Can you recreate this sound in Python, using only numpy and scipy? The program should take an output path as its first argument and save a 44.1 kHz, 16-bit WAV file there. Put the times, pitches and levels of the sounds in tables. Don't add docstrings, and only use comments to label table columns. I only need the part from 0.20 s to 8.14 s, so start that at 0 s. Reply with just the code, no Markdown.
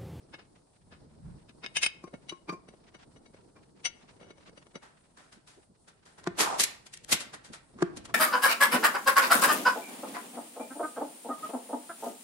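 import sys
import numpy as np
from scipy import signal
from scipy.io import wavfile
from scipy.ndimage import uniform_filter1d

SR = 44100
rng = np.random.default_rng(int(sys.argv[2]) if len(sys.argv) > 2 else 0)


def transcribe(signal):
    frames = np.atleast_2d(signal).T
    limited = np.clip(frames, -1, 1)
    pcm = np.round(limited * 32767).astype(np.int16)
    wavfile.write(sys.argv[1], SR, pcm)


N = 350154
TIME = np.arange(N) / SR


def from_db(db):
    return 10 ** (np.asarray(db) / 20)


def unit_power(x):
    return x / np.sqrt(np.mean(x ** 2) + 1e-20)


def at_hz(table, hz):
    freqs, *columns = np.transpose(table)
    return [np.interp(np.log(hz), np.log(freqs), column) for column in columns]


def butter(x, hz, kind, order=2):
    sections = signal.butter(order, np.clip(hz, 10, .46 * SR), kind, fs=SR, output="sos")
    return signal.sosfilt(sections, x + 1e-18)


def resonate(x, hz, ring_s):
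    r = np.exp(-np.log(1000) / (ring_s * SR))
    feedback = [1, -2 * r * np.cos(2 * np.pi * hz / SR), r * r]
    return signal.lfilter([(1 - r * r) / 2, 0, (r * r - 1) / 2], feedback, x + 1e-18)


def flutter(per_s, size=N):
    steps = np.arange(size) * per_s / SR
    return np.interp(steps, np.arange(size), rng.standard_normal(size))


def half_octaves(size):
    edges = 22 * 2 ** np.arange(0, 9.6, .5)
    white = rng.standard_normal((2, 2, size))
    for k, (low, high) in enumerate(zip(edges, edges[1:])):
        yield np.sqrt(low * high), butter(white[k % 2], [low, high], "band")


def flickering_noise(spectrum, flicker_db, per_s):
    # f/Hz, likeness (1 = the same)
    likeness = [(40, 0.97), (200, 0.61), (500, 0.1), (1200, 0.079), (4000, 0.027), (10000, 0.055)]
    out, together = 0, flutter(per_s)
    for hz, (mid, side) in half_octaves(N):
        alike = at_hz(likeness, hz)[0]
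        gain = from_db(at_hz(spectrum, hz)[0] + flicker_db * (together + flutter(per_s)) / 2)
        out = out + gain * (np.sqrt(1 + alike) * mid + np.sqrt(1 - alike) * side * [[1], [-1]])
    return unit_power(out)


def spells(rows, rest_db, rise_s, fall_s):
    power = from_db(rest_db) ** 2
    for start, end, level_db in rows:
        outside = np.maximum(start - TIME, 0) / rise_s + np.maximum(TIME - end, 0) / fall_s
        power = power + from_db(level_db) ** 2 * np.exp(-outside ** 2)
    return np.sqrt(power)


def at_microphones(noises, direct_share, lag_s):
    direct, scattered = noises[0], noises[1:]
    samples = np.arange(len(direct))
    left = np.interp(samples - lag_s * SR, samples, direct)
    return np.sqrt(direct_share) * np.array([left, direct]) + np.sqrt(1 - direct_share) * scattered


def force_curve(t, swell_s, fade_s, snap_db):
    before = from_db(-np.clip(snap_db, 0, 40))
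    swell = before * np.exp(-(abs(t) / swell_s) ** 1.23)
    crack = 0.31 * (1 - before) * np.exp(-abs(t) / 0.00028)
    fade = np.exp(-abs(t) / max(fade_s, .001))
    return np.where(t < 0, swell, fade + crack)


def shape_touches(rows, middle, treble, rub_s, snap_db):
    for s, level_db, bass_db, fade_s in rows:
        middle_db = middle[0] + middle[1] * bass_db
        treble_db = treble[0] + treble[1] * bass_db
        bands_db = level_db + np.array([bass_db, middle_db, 0, treble_db])
        yield s, bands_db, fade_s, snap_db * np.log2(rub_s / max(fade_s, .001))


def contacts(touches, swell_s, grit_db, direct_shares, lag_s, pans_db, low_hz, top_hz, dull_hz):
    # low edge/Hz, high edge/Hz
    bands = [(140, 600), (600, 1800), (1800, 5000), (5000, 15800)]
    size = SR // 3
    t = (np.arange(size) - size // 4) / SR
    drive = np.zeros((len(bands), 2, N + size))
    for s, bands_db, fade_s, snap_db in touches:
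        grit = unit_power(from_db(grit_db * flutter(1200, size)))
        shape = force_curve(t, swell_s, fade_s, snap_db) * grit
        forces = np.array([shape * at_microphones(rng.standard_normal((3, size)), share, lag_s)
                           for share in direct_shares])
        push_share = np.clip(0.93 * (1 - from_db(-snap_db)), 0, 1)
        push = np.sqrt(push_share * np.sum(shape ** 2)) * (t == 0)
        forces[0] = np.sqrt(1 - push_share) * forces[0] + push
        start = round(s * SR) - size // 4
        drive[:, :, start:start + size] += from_db(bands_db)[:, None, None] * forces
    out = 0
    for force, (low, high), pan_db in zip(drive, bands, pans_db):
        width_gain = np.sqrt(SR / 2 / (min(high, top_hz) - low))
        pan = from_db([[pan_db / 2], [-pan_db / 2]])
        out = out + butter(force[:, :N], [low, high], "band", order=3) * width_gain * pan
    dulled = butter(butter(out, dull_hz, "low"), top_hz, "low", order=10)
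    return butter(dulled, low_hz, "high")


def ring_part(force, tones, contact_db, damped_db=-10.0, free_above_db=-40.0):
    strength = np.sqrt(abs(uniform_filter1d(np.mean(force ** 2, axis=0), size=441)))
    freedom = np.clip(strength / from_db(free_above_db), 0, 1)
    drive = force * from_db(damped_db * (1 - freedom))
    out = from_db(contact_db) * force
    for hz, gain_db, ring_s in tones:
        wander = from_db(2.5 * flutter(18))
        out = out + from_db(gain_db) * resonate(drive * wander, hz, ring_s)
    return out


def glove_rustle():
    # start/s, end/s, level/dB
    rubs = [(0, 0.1, -60.5), (.85, 4.25, -61.5), (6.15, 6.17, -57), (6.92, 6.96, -60), (7.68, 9.1, -55.5)]
    # f/Hz, relative level/dB
    spectrum = [(60, -3), (140, 2), (350, 0), (600, -8), (1200, -16.5), (2500, -38.5), (5000, -23.5),
                (13000, -64.5)]
    gain = spells(rubs, rest_db=-70, rise_s=0.12, fall_s=0.23)
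    return gain * flickering_noise(spectrum, flicker_db=5, per_s=57)


def faint_hiss():
    # f/Hz, relative level/dB
    spectrum = [(800, 14.5), (2000, -26), (4000, 3), (7000, -3.5), (9500, 8.5), (11000, -4)]
    waver = flickering_noise(spectrum, flicker_db=3.5, per_s=16)
    return from_db(-68) * butter(waver, 9960, "low", order=18)


def pad_scrapes():
    # t/s, level/dB, extra bass/dB, fade/s
    scrapes = [(.142, -44.5, 2, 0.0089), (.195, -53.5, 2.5, 0.015), (.724, -55, 2.5, 0.028),
               (1.293, -49, -9, .007), (1.444, -40, 0.5, 0.011), (1.462, -31, -3.5, .003),
               (1.569, -25.5, -15.5, 0.0087), (1.633, -23.5, -17.5, 0.015), (1.662, -21.5, -12.5, 0.0045)]
    # f/Hz, gain/dB, ring time/s
    tones = [(1066, 1.3, 0.51), (1697, 2.1, 0.043), (2173, 11.9, 0.065), (2564, 8.7, 0.025),
             (2845, 6.3, 0.086), (3050, 8.6, 0.05), (3680, 2.4, 0.051), (3817, 1.7, 0.24),
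             (4900, 2.1, 0.12), (5030, 4.6, 0.038), (5250, 3.4, 0.02), (6260, 6.7, 0.078),
             (8880, 7.8, 0.024)]
    touches = shape_touches(scrapes, middle=(3.5, 0.73), treble=(-14, -0.85), rub_s=0.0097, snap_db=13.5)
    force = contacts(touches, swell_s=0.0091, grit_db=2, direct_shares=[1, 0.053, 0.047, 0.3],
                     lag_s=-0.000096, pans_db=[4.5, 1.5, 3, 3.5], low_hz=150, top_hz=11300, dull_hz=9500)
    return ring_part(force, tones, contact_db=-7)


def wind_puffs():
    # start/s, end/s, level/dB
    gusts = [(.65, 1.3, -60.5), (1.07, 1.11, -45), (6.4, 7.9, -72.5)]
    # f/Hz, relative level/dB
    spectrum = [(25, -12.5), (50, -1.5), (100, -3), (160, 3), (300, -28), (700, -28), (2000, -33)]
    rumble = butter(flickering_noise(spectrum, flicker_db=-0.5, per_s=27), 1400, "low")
    return spells(gusts, rest_db=-72, rise_s=0.031, fall_s=0.042) * rumble


def bracket_seating():
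    # t/s, level/dB, extra bass/dB, fade/s
    pushes = [(1.84, -59.5, 24.6, 0.0051), (2.123, -58, 18.4, 0.0074), (2.295, -40, 8.4, 0.008),
              (2.328, -59.5, 22.6, 0.016), (3.365, -64, 12.7, 0.018)]
    # f/Hz, gain/dB, ring time/s
    tones = [(175, 2, 0.09), (344, 2.5, 0.044), (1075, 19.5, 0.13), (1187, 9, 0.14), (1600, -3, 0.13),
             (2370, 16.5, 0.061), (3800, 3, 0.099), (4700, 7, 0.042), (5770, 8.1, 0.14)]
    touches = shape_touches(pushes, middle=(3, 0.45), treble=(-14, 1.1), rub_s=0.009, snap_db=10)
    force = contacts(touches, swell_s=0.0082, grit_db=0.5, direct_shares=[0.71, 0.59, 0.21, 0.38],
                     lag_s=0.0001, pans_db=[1, 2, 1, 1], low_hz=78.6, top_hz=12400, dull_hz=9100)
    return ring_part(force, tones, contact_db=-6.5)


def caliper_clinks():
    # t/s, level/dB, extra bass/dB, fade/s
    clinks = [(1.876, -56, 20, 0.0072), (1.941, -56, 26.5, 0.011), (2.096, -39, -18, 0.014),
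              (2.487, -51.5, 12, 0.0053), (2.538, -67.5, 30, 0.0056), (2.749, -49.5, 9.5, 0.0095),
              (2.965, -56, 10, 0.0077), (3.062, -56, 5.5, .009), (3.145, -63, 22.5, 0.0055),
              (3.655, -26.5, -11, 0.01), (3.664, -30.5, -14, 0.009), (4.006, -57.5, 16, 0.068),
              (4.106, -51, 13.5, 0.0065), (4.182, -57, 12, 0.0069), (4.294, -55, 14, 0.0035),
              (4.376, -50, 5.5, 0.0096), (4.467, -54, 8.5, 0.0045), (4.557, -45, 14, 0.0088)]
    # f/Hz, gain/dB, ring time/s
    tones = [(1413, -3, 0.093), (2205, 10.5, 0.051), (2724, 3, 0.092), (2940, 5, 0.025), (3313, -2, 0.049),
             (3865, 8, 0.054), (4640, 5, 0.071), (5930, 17.5, 0.049), (7380, -11, 0.16),
             (8980, 18.5, 0.028)]
    touches = shape_touches(clinks, middle=(0.5, 0.46), treble=(-3, -0.012), rub_s=0.012, snap_db=4.5)
    force = contacts(touches, swell_s=0.0075, grit_db=3, direct_shares=[0.56, 0.043, 0.39, 0.22],
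                     lag_s=0.000209, pans_db=[0, 4.5, 6, 10.5], low_hz=120, top_hz=10900, dull_hz=5700)
    return ring_part(force, tones, contact_db=-10, damped_db=-7.5, free_above_db=-37.5)


def finger_ticks(per_s=45, spread_db=9, length_s=0.0079):
    # start/s, end/s, level/dB
    fiddling = [(2.65, 3.1, -67.5), (3.85, 4.3, -65.5)]
    touches = (rng.random(N) < per_s / SR) * from_db(spread_db * rng.uniform(-0.6, 1, N))
    t = np.arange(-SR // 30, SR // 30) / SR
    force = signal.fftconvolve(touches, np.exp(-abs(t) / length_s), "same")
    rubbing = butter(rng.standard_normal((2, N)), [350, 2500], "band", order=1)
    dulled = butter(butter(rubbing, 7000, "low"), 10500, "low", order=8)
    return unit_power(force * dulled) * spells(fiddling, rest_db=-74.5, rise_s=0.063, fall_s=0.3)


def fitting_scuffs():
    # t/s, level/dB, extra bass/dB, fade/s
    scuffs = [(4.63, -59, 1.5, 0.041), (4.975, -60.5, -1.5, 0.067), (5.127, -57, -5, 0.026),
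              (5.277, -58, -8.5, 0.054), (5.683, -57, -4, .018), (5.86, -61, -3.5, 0.056),
              (5.985, -56.5, -1.5, 0.018), (6.041, -49, -3.5, 0.0033), (6.667, -48, -11.5, 0.0083),
              (6.738, -42, -21, 0.008), (6.774, -44, -22, 0.0018), (6.847, -40, -24, 0.00087),
              (7.006, -38.5, -9.5, 0.018), (7.14, -43.5, -3, 0.013), (7.25, -52, -8, 0.026),
              (7.337, -45.5, -6, 0.02), (7.772, -42.5, -11, 0.0093), (7.855, -43.5, -10, 0.006)]
    # f/Hz, gain/dB, ring time/s
    tones = [(1332, -0.5, 0.091), (1556, -3.5, .06), (1887, -1.5, 0.094)]
    touches = shape_touches(scuffs, middle=(6, 1), treble=(-0.5, -0.21), rub_s=0.022, snap_db=3)
    force = contacts(touches, swell_s=0.0069, grit_db=1.5, direct_shares=[0.44, 0.033, 0.022, 0.041],
                     lag_s=0.00025, pans_db=[-2, 0, 1.5, 2.5], low_hz=128, top_hz=10570, dull_hz=15900)
    return ring_part(force, tones, contact_db=-1, damped_db=1)


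def hose_bumps(half_length_s=0.012):
    # t/s, level/dB, f/Hz
    bumps = [(5.178, -58, 212), (5.385, -54, 370), (5.51, -59.5, 180), (6.94, -37.5, 175),
             (7.305, -45, 198), (7.565, -49, 227), (7.776, -43.5, 206)]
    out = 0
    for s, level_db, hz in bumps:
        rubbing = at_microphones(rng.standard_normal((3, N)), direct_share=0.87, lag_s=0.00036)
        thud = unit_power(resonate(rubbing, hz, ring_s=0.025))
        out = out + thud * from_db(level_db) * np.exp(-((TIME - s) / half_length_s) ** 2 / 2)
    return butter(out, 600, "low")


def wrench_knocks():
    # t/s, level/dB, extra bass/dB, fade/s
    knocks = [(6.072, -32.5, 4.8, 0.0048), (7.595, -51.5, 3.7, 0.03), (7.623, -35, 13.8, 0.0039),
              (7.896, -52.5, 7, 0.017)]
    # f/Hz, gain/dB, ring time/s
    tones = [(177, 8.5, 0.058), (353, 10, 0.042), (693, 3, 0.071), (1107, 12, 0.0055), (1600, -2, 0.011)]
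    touches = shape_touches(knocks, middle=(-2.5, 0.25), treble=(3, 0.51), rub_s=0.017, snap_db=7.5)
    force = contacts(touches, swell_s=0.014, grit_db=5, direct_shares=[0.45, 1, 0.17, 0.1],
                     lag_s=0.00017, pans_db=[-0.5, -1, 0, 4], low_hz=114, top_hz=10500, dull_hz=9300)
    return ring_part(force, tones, contact_db=-18.5)


def coupler_spurts():
    # t/s, level/dB, extra bass/dB, fade/s
    spurts = [(6.194, -30.5, -4, 0.019), (6.208, -25, -6.5, 0.027), (6.398, -25.5, -16.5, 0.0088),
              (6.407, -25.5, -15, 0.021), (6.437, -21, -25.5, 0.0059), (6.897, -43.5, -4.5, 0.033),
              (6.926, -21.5, -13.5, 0.013)]
    touches = shape_touches(spurts, middle=(5, 1), treble=(4, -0.088), rub_s=0.014, snap_db=9)
    return contacts(touches, swell_s=0.0087, grit_db=1, direct_shares=[0.04, 0.089, 0.041, 0.033],
                    lag_s=0.00025, pans_db=[-9, -1.5, -0.5, 2], low_hz=170, top_hz=14260, dull_hz=13300)


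def hose_fill(start_hz=1207, sink_octaves_per_s=4.5, width_hz=660):
    # start/s, end/s, level/dB
    fill = [(6.24, 6.32, -33.5)]
    flow = spells(fill, rest_db=-120, rise_s=0.015, fall_s=0.05)
    elapsed_s = np.clip(TIME - fill[0][0], -.1, .5)
    hz = start_hz * 2 ** (-sink_octaves_per_s * elapsed_s)
    swirl = butter(rng.standard_normal((2, N)) + 1j * rng.standard_normal((2, N)), width_hz / 2, "low")
    rush = unit_power(np.real(swirl * np.exp(2j * np.pi * np.cumsum(hz) / SR)))
    unsteady = rush * flow * from_db(-2.5 * flutter(250))
    return butter(unsteady, 180, "high") + coupler_leak(flow)


def coupler_leak(flow):
    hiss = butter(rng.standard_normal((2, N)), 1800, "high", order=1)
    return unit_power(butter(hiss, 9500, "low", order=6)) * flow * from_db(-11.5)


def garage_echo(x, build_s=0.0074):
    # f/Hz, ring time/s, relative level/dB
    decay = [(150, 0.96, -1), (400, 0.52, 6.5), (926, 0.59, 3.5), (2600, 0.34, 10.5), (4970, 0.4, 2),
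             (10000, 0.31, -0.5)]
    t = np.arange(SR) / SR
    tail = 0
    for hz, noise in half_octaves(SR):
        ring_s, level_db = at_hz(decay, hz)
        tail = tail + noise * from_db(level_db) * np.exp(-np.log(1000) * t / ring_s)
    tail = tail * (1 - np.exp(-t / build_s))
    return signal.fftconvolve(x, tail / np.sqrt(np.sum(tail ** 2) / 2), axes=1)[:, :N]


def scene():
    background = glove_rustle() + faint_hiss() + wind_puffs()
    brake = pad_scrapes() + bracket_seating() + caliper_clinks()
    soft_touches = finger_ticks() + hose_bumps()
    fittings = fitting_scuffs()
    wrench = wrench_knocks()
    air = coupler_spurts() + hose_fill()
    echo = garage_echo(from_db(-23.5) * brake + from_db(-13.5) * fittings
                       + from_db(-18) * wrench + from_db(-14.5) * air)
    return background + brake + soft_touches + fittings + wrench + air + echo


def record(dry, dip_hz=13300, cutoff_hz=15900):
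    coloured = signal.lfilter(*signal.iirnotch(dip_hz, 3.0, fs=SR), dry)
    return signal.sosfilt(signal.ellip(10, .2, 80, cutoff_hz, fs=SR, output="sos"), coloured)


dry = scene()
out = record(dry)
transcribe(out)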